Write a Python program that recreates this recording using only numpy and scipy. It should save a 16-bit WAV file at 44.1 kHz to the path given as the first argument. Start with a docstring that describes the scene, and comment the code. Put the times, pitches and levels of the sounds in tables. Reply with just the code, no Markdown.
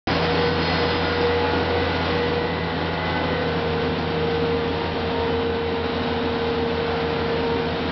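"""A walk-behind floor grinder works on concrete in a warehouse, a few metres away.
Its gears whine and sag in pitch as the load grows; its shaft hum beats against the steady motor
of the dust extractor, whose turbine whistles. Abrasive segments rumble, scrape and hiss, and squeal
mostly at first. The hall blurs the grinding into a roar; its standing waves make tones swell and fade."""
import sys
import numpy as np
from scipy import signal
from scipy.fft import rfft, irfft
from scipy.io import wavfile

SR = 44100
rng = np.random.default_rng(int(sys.argv[2]) if len(sys.argv) > 2 else 0)


def master_out(mix):
    """Clip the mix to full scale and print it as 16-bit PCM to the path in sys.argv[1]."""
    frames = np.transpose(np.atleast_2d(mix))
    ceiling = np.clip(frames, -1, 1)
    pcm = np.round(ceiling * 32767).astype(np.int16)
    wavfile.write(sys.argv[1], SR, pcm)


N = 348831


def undb(db):
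    """Decibels to gain."""
    return 10 ** (np.asarray(db) / 20)


def unit_rms(x):
    """Scale to rms 1."""
    return x / np.sqrt(np.mean(x ** 2))


def curves(table):
    """Per-sample curve of each column after the first, which is time in seconds."""
    times_s, *columns = np.transpose(table)
    return [np.interp(np.arange(N) / SR, times_s, column) for column in columns]


def drift(rate_hz):
    """Smooth random curve, rms 1, band-limited to about rate_hz."""
    hz = np.arange(N // 2 + 1) * SR / N
    return unit_rms(irfft(rfft(rng.standard_normal(N)) / (1 + (hz / rate_hz) ** 4), N))


def colour(x, points):
    """Filter by (Hz, dB) points; rms 1."""
    hz, db = np.transpose(points)
    log_hz = np.log(np.arange(N // 2 + 1) * SR / N + 1)
    gain_db = np.interp(log_hz, np.log(hz), db, left=-60, right=-80)
    return unit_rms(irfft(rfft(x) * undb(gain_db), N))


def tone(hz, db, scatter, scatter_hz):
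    """Machine tone plus a wavering copy from hall reflections."""
    phase = 2 * np.pi * (np.cumsum(hz * np.ones(N)) / SR + rng.random())
    steps = np.arange(N) / SR * scatter_hz
    knots = rng.standard_normal((2, 2048))
    in_phase, quadrature = (np.interp(steps, np.arange(len(k)), k) for k in knots)
    wave = (1 + scatter * in_phase) * np.sin(phase) + scatter * quadrature * np.cos(phase)
    return undb(db) * unit_rms(wave)


def by_load(load, free_db, loaded_db):
    """Level between free running (load 0) and full load (1)."""
    return free_db + load * (loaded_db - free_db)


def fading_orders(base_hz, orders, load, scatter, scatter_hz, fade_db=2.2):
    """Multiples of base_hz; each follows the load and fades on its own in the hall's standing waves."""
    out = np.zeros(N)
    for order, free_db, loaded_db in orders:
        hz = order * base_hz
        hall_db = fade_db * np.minimum(drift(rate_hz=3.2), 1) + swell_db(hz)
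        out += tone(hz, by_load(load, free_db, loaded_db) + hall_db, scatter, scatter_hz)
    return out


# Gear whine among the standing waves. Each row: time in seconds, level in dB before trim.
WHINE_DB = [(0.09, -32.5), (0.46, -23.5), (0.61, -29.5), (0.72, -42), (0.81, -27), (1.11, -31.5),
            (1.26, -22), (1.61, -31.5), (1.76, -24), (2.05, -37.5), (2.11, -27.5), (2.35, -26.5),
            (2.55, -34.5), (3.22, -39.5), (3.46, -28), (3.85, -27.5), (4.0, -36), (4.2, -25), (4.57, -25.5),
            (4.89, -33), (5.29, -25), (6.01, -30.5), (6.53, -26), (7.23, -29), (7.51, -25.5), (7.9, -35)]
# Weaker gear tones. Each row: multiple of the mesh rate, free level in dB, loaded level in dB.
MESH_ORDERS = [(0.4609, -51, -44.5), (1.779, -40, -43.5), (2, -44, -42.5), (3, -45, -49), (4, -43, -57),
               (6, -60.5, -57)]

def gearbox(mesh_hz, load, trim_db=0.65):
    """Meshing teeth: a strong whine, its overtones and a second stage."""
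    whine_db, = curves(WHINE_DB)
    whine = tone(mesh_hz, whine_db + trim_db, scatter=0.11, scatter_hz=29.76)
    return whine + fading_orders(mesh_hz, MESH_ORDERS, load, scatter=0.087, scatter_hz=21.76)


# Shaft hum at twice the turning rate. Each row: time in seconds, level in dB before trim.
HUM_DB = [(0.09, -42), (0.17, -25.5), (1.61, -36.5), (1.81, -50), (1.89, -32.5), (4.14, -29), (5.77, -40.5),
          (7.16, -34.5), (7.9, -36.5)]
# Other shaft tones. Each row: multiple of the turning rate, free dB, loaded dB, scatter from 0 to 1.
UNBALANCE_ORDERS = [(1, -53, -40, .08), (3, -42, -37, .25)]

def shaft(turn_hz, load, trim_db=-2.1):
    """The spinning shaft shakes the housing at its first three orders."""
    hum_db, = curves(HUM_DB)
    out = tone(2 * turn_hz, hum_db + trim_db, scatter=0.046, scatter_hz=7.4)
    unbalance = load ** 2.5  # shakes hard only near full load
    for order, free_db, loaded_db, scatter in UNBALANCE_ORDERS:
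        hz = order * turn_hz
        out += tone(hz, by_load(unbalance, free_db, loaded_db) + swell_db(hz), scatter, scatter_hz=6)
    return out


# Motor drone. Each row: time in seconds, level in dB.
DRONE_DB = [(0, -33), (1.8, -30.5), (2.5, -34.5), (4, -34), (5.5, -35.5), (7.9, -39.5)]
# Steady extractor tones. Each row: frequency in Hz, level in dB.
STEADY_TONES = [(173.2, -44), (260, -39), (267, -43), (438, -42.5)]
# Turbine speed. Each row: time in seconds, rotation in Hz.
TURBINE_HZ = [(0, 502), (2.1, 501.5), (3.2, 503.5), (3.6, 506.3), (4.5, 506.7), (5.4, 505), (7.9, 505.3)]
# Turbine whistle. Each row: multiple of the rotation, dB with the grinder free, dB with it loaded.
WHISTLE_ORDERS = [(1, -40.5, -44), (2, -48.5, -48), (3, -42.5, -47), (4, -41, -52.5), (6, -53, -53.5)]

def extractor(load, drone_hz=86.6):
    """Dust extractor: the motor drones, the turbine whistles."""
    turbine_hz, = curves(TURBINE_HZ)
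    drone_db, = curves(DRONE_DB)
    drone = tone(drone_hz, drone_db, scatter=0.088, scatter_hz=3.7)
    steady = sum(tone(hz, db, scatter=0.69, scatter_hz=7) for hz, db in STEADY_TONES)
    whistle = fading_orders(turbine_hz, WHISTLE_ORDERS, load, scatter=0.3, scatter_hz=22.04)
    return drone + steady + whistle


def hall(x, t60_s=1.87, wet_db=3):
    """Direct sound plus a dense, slowly dying tail."""
    t = np.arange(SR) / SR
    tail = rng.standard_normal(SR) * undb(-60 * t / t60_s) * (t > .008)
    return x + undb(wet_db) * signal.fftconvolve(x, tail / np.linalg.norm(tail))[:N]


def fractures(per_s, spread_db):
    """Dense small fractures of unequal size, heard through the hall."""
    hits = (rng.random(N) < per_s / SR) * rng.standard_normal(N)
    size_db = spread_db * np.minimum(rng.exponential(size=N), 3)
    return unit_rms(hall(hits * undb(size_db)))


# Bite of the segments. 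Each row: time in seconds, scrape in dB, grit hiss in dB, both before trim.
BITE_DB = [(0.09, -25.5, -30), (0.55, -29.5, -34), (0.66, -27.5, -31.5), (1.37, -29, -35),
           (2.09, -29, -33.5), (2.48, -32.5, -38), (3.09, -30, -36.5), (4.53, -32.5, -37.5),
           (5.27, -31, -36.5), (5.49, -34, -39.5), (6.07, -31, -37), (6.68, -32, -37.5), (6.88, -30, -36.5),
           (7.81, -32.5, -37.5), (7.9, -30, -36.5)]
# Housing rumble. Each row: time in seconds, level in dB before trim.
HOUSING_DB = [(0.09, -30), (1.5, -32.5), (1.57, -27), (1.63, -30.5), (2.72, -32), (5.09, -33), (5.16, -32),
              (5.49, -34.5), (7.88, -32.5), (7.9, -30)]
# Spectra of rumble, scrape, grit and fine hiss. Each row: frequency in Hz, relative gain in dB.
RUMBLE_SPECTRUM = [(15, -7), (27, -11), (42, -14), (60, -1.5), (80, -9), (120, -0.5), (200, 2), (230, -2.5),
                   (270, 5), (330, 2), (420, 1.5), (560, -9), (900, -39.5)]
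SCRAPE_SPECTRUM = [(300, -36.5), (480, -1), (680, 2), (850, 0.5), (1100, -3.5), (1400, -5.5), (1900, -12),
                   (2600, -20), (4000, -44.5)]
GRIT_SPECTRUM = [(1000, -20.5), (1700, 2), (2200, 0.5), (3000, 0.5), (3800, 0), (4200, -2.5), (4600, -17),
                 (5200, -37)]
FINE_SPECTRUM = [(3600, -18), (4400, 1), (4800, -0.5), (5150, -4.5), (5400, -4), (5700, -13), (6000, -24),
                 (6300, -38.5)]

def grinding(rumble_trim_db=1.5, scrape_trim_db=0.94, grit_trim_db=2):
    """Segments bite unevenly: the housing rumbles, the slab scrapes, grit hisses."""
    scrape_db, grit_db = curves(BITE_DB)
    rumble_db, = curves(HOUSING_DB)
    fine_db = -45.5 + 1.3 * (grit_db - grit_db.mean())  # louder hiss is also sharper
    bite = drift(rate_hz=16)
    rumble = colour(rng.standard_normal(N), RUMBLE_SPECTRUM)
    scrape = colour(fractures(per_s=12000, spread_db=2.2), SCRAPE_SPECTRUM)
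    grit = colour(fractures(per_s=10000, spread_db=2.3), GRIT_SPECTRUM)
    fine = colour(fractures(per_s=10000, spread_db=8.6), FINE_SPECTRUM)
    return (rumble * undb(rumble_db + rumble_trim_db + 0.6 * bite)
            + scrape * undb(scrape_db + scrape_trim_db + 0.35 * bite)
            + grit * undb(grit_db + grit_trim_db + 0.51 * bite)
            + fine * undb(fine_db + 0.7 * bite))


# Squeals on the slab. Each row: start and end in seconds, pitch and width in Hz, dB before trim.
SEGMENT_SQUEALS = [(0.02, 0.57, 4980, 35, -44.5), (0.58, 1.0, 4990, 28, -43.5),
                   (0.97, 1.33, 4945, 25, -45.5), (0.02, 0.62, 4275, 30, -47), (0.61, 0.86, 4268, 22, -38),
                   (0.85, 1.17, 4268, 30, -48), (2.0, 2.9, 4090, 30, -52), (5.3, 6.1, 3875, 30, -50),
                   (6.0, 6.7, 3800, 30, -48), (7.7, 8.0, 3770, 30, -48)]

def squeals(fade_s=0.019, trim_db=1):
    """Friction keeps narrow resonances of the segments ringing, unsteadily."""
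    t = np.arange(N) / SR
    out = np.zeros(N)
    for start_s, end_s, hz, width_hz, db in SEGMENT_SQUEALS:
        contact = np.clip(np.minimum(t - start_s, end_s - t) / fade_s, 0, 1)
        out += contact * tone(hz, db + trim_db, scatter=.5, scatter_hz=2 * width_hz)
    return out


# Single tones ringing out. Each row: centre in seconds, half length in seconds, pitch in Hz, lift in dB.
TONE_SWELLS = [(.47, .1, 1505, 6.5), (0.712, 0.058, 2006, 5), (1.052, 0.1, 1433, 12.5),
               (1.35, 0.11, 2006, 9.5), (1.467, 0.13, 850, 8.5), (1.54, .08, 1433, 11.5),
               (1.6, .1, 1505, 7), (1.968, 0.07, 1433, 9), (2.948, .42, 2012, 3), (3.17, 0.053, 1510, 8.5),
               (3.2, 0.15, 850, 6), (3.381, 0.23, 504, 9.5), (3.4, .08, 1905, 10),
               (3.524, 0.26, 1518, 10.5), (4.081, .25, 242, 7), (4.344, 0.076, 1520, 10.5),
               (4.83, .08, 930, 5.5), (5.22, 0.083, 928, 10), (5.315, 0.092, 3030, 11),
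               (5.56, .06, 1515, 7), (6.304, 0.51, 241, 6.5), (7.448, .12, 928, 8.5)]

def swell_db(hz, pitch_tolerance=.02):
    """Lift of a machine tone near a listed pitch as it rises over the roar and sinks back."""
    t = np.arange(N) / SR
    mean_hz = np.mean(hz)
    return sum(lift_db * np.exp(-((t - centre_s) / half_s) ** 2)
               for centre_s, half_s, tone_hz, lift_db in TONE_SWELLS
               if abs(mean_hz / tone_hz - 1) < pitch_tolerance)


# Grinder speed. Each row: time in seconds, gear mesh rate in Hz.
MESH_HZ = [(0, 477.4), (.7, 478.6), (1.5, 477.4), (2.4, 478), (3.3, 477.3), (3.6, 467), (4.7, 466.2),
           (5.2, 463.7), (7.9, 463.8)]
FREE_HZ, LOADED_HZ, MESH_PER_TURN = 478, 464, 5.783

def scene():
    """Grinder and extractor running together; the sag in speed gives the load."""
    mesh_hz, = curves(MESH_HZ)
    turn_hz = mesh_hz / MESH_PER_TURN
    load = np.clip((FREE_HZ - mesh_hz) / (FREE_HZ - LOADED_HZ), 0, 1)
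    return (gearbox(mesh_hz, load) + shaft(turn_hz, load) + extractor(load) + grinding() + squeals())[None]


START_S, LOWPASS_HZ = .0715, 6150

def record(dry):
    """The sound cuts in after a moment and has little treble."""
    gate = np.arange(N) / SR >= START_S
    lowpass = signal.ellip(10, .2, 80, LOWPASS_HZ, fs=SR, output="sos")
    return signal.sosfilt(lowpass, dry * gate)


dry = scene()
out = record(dry)
master_out(out)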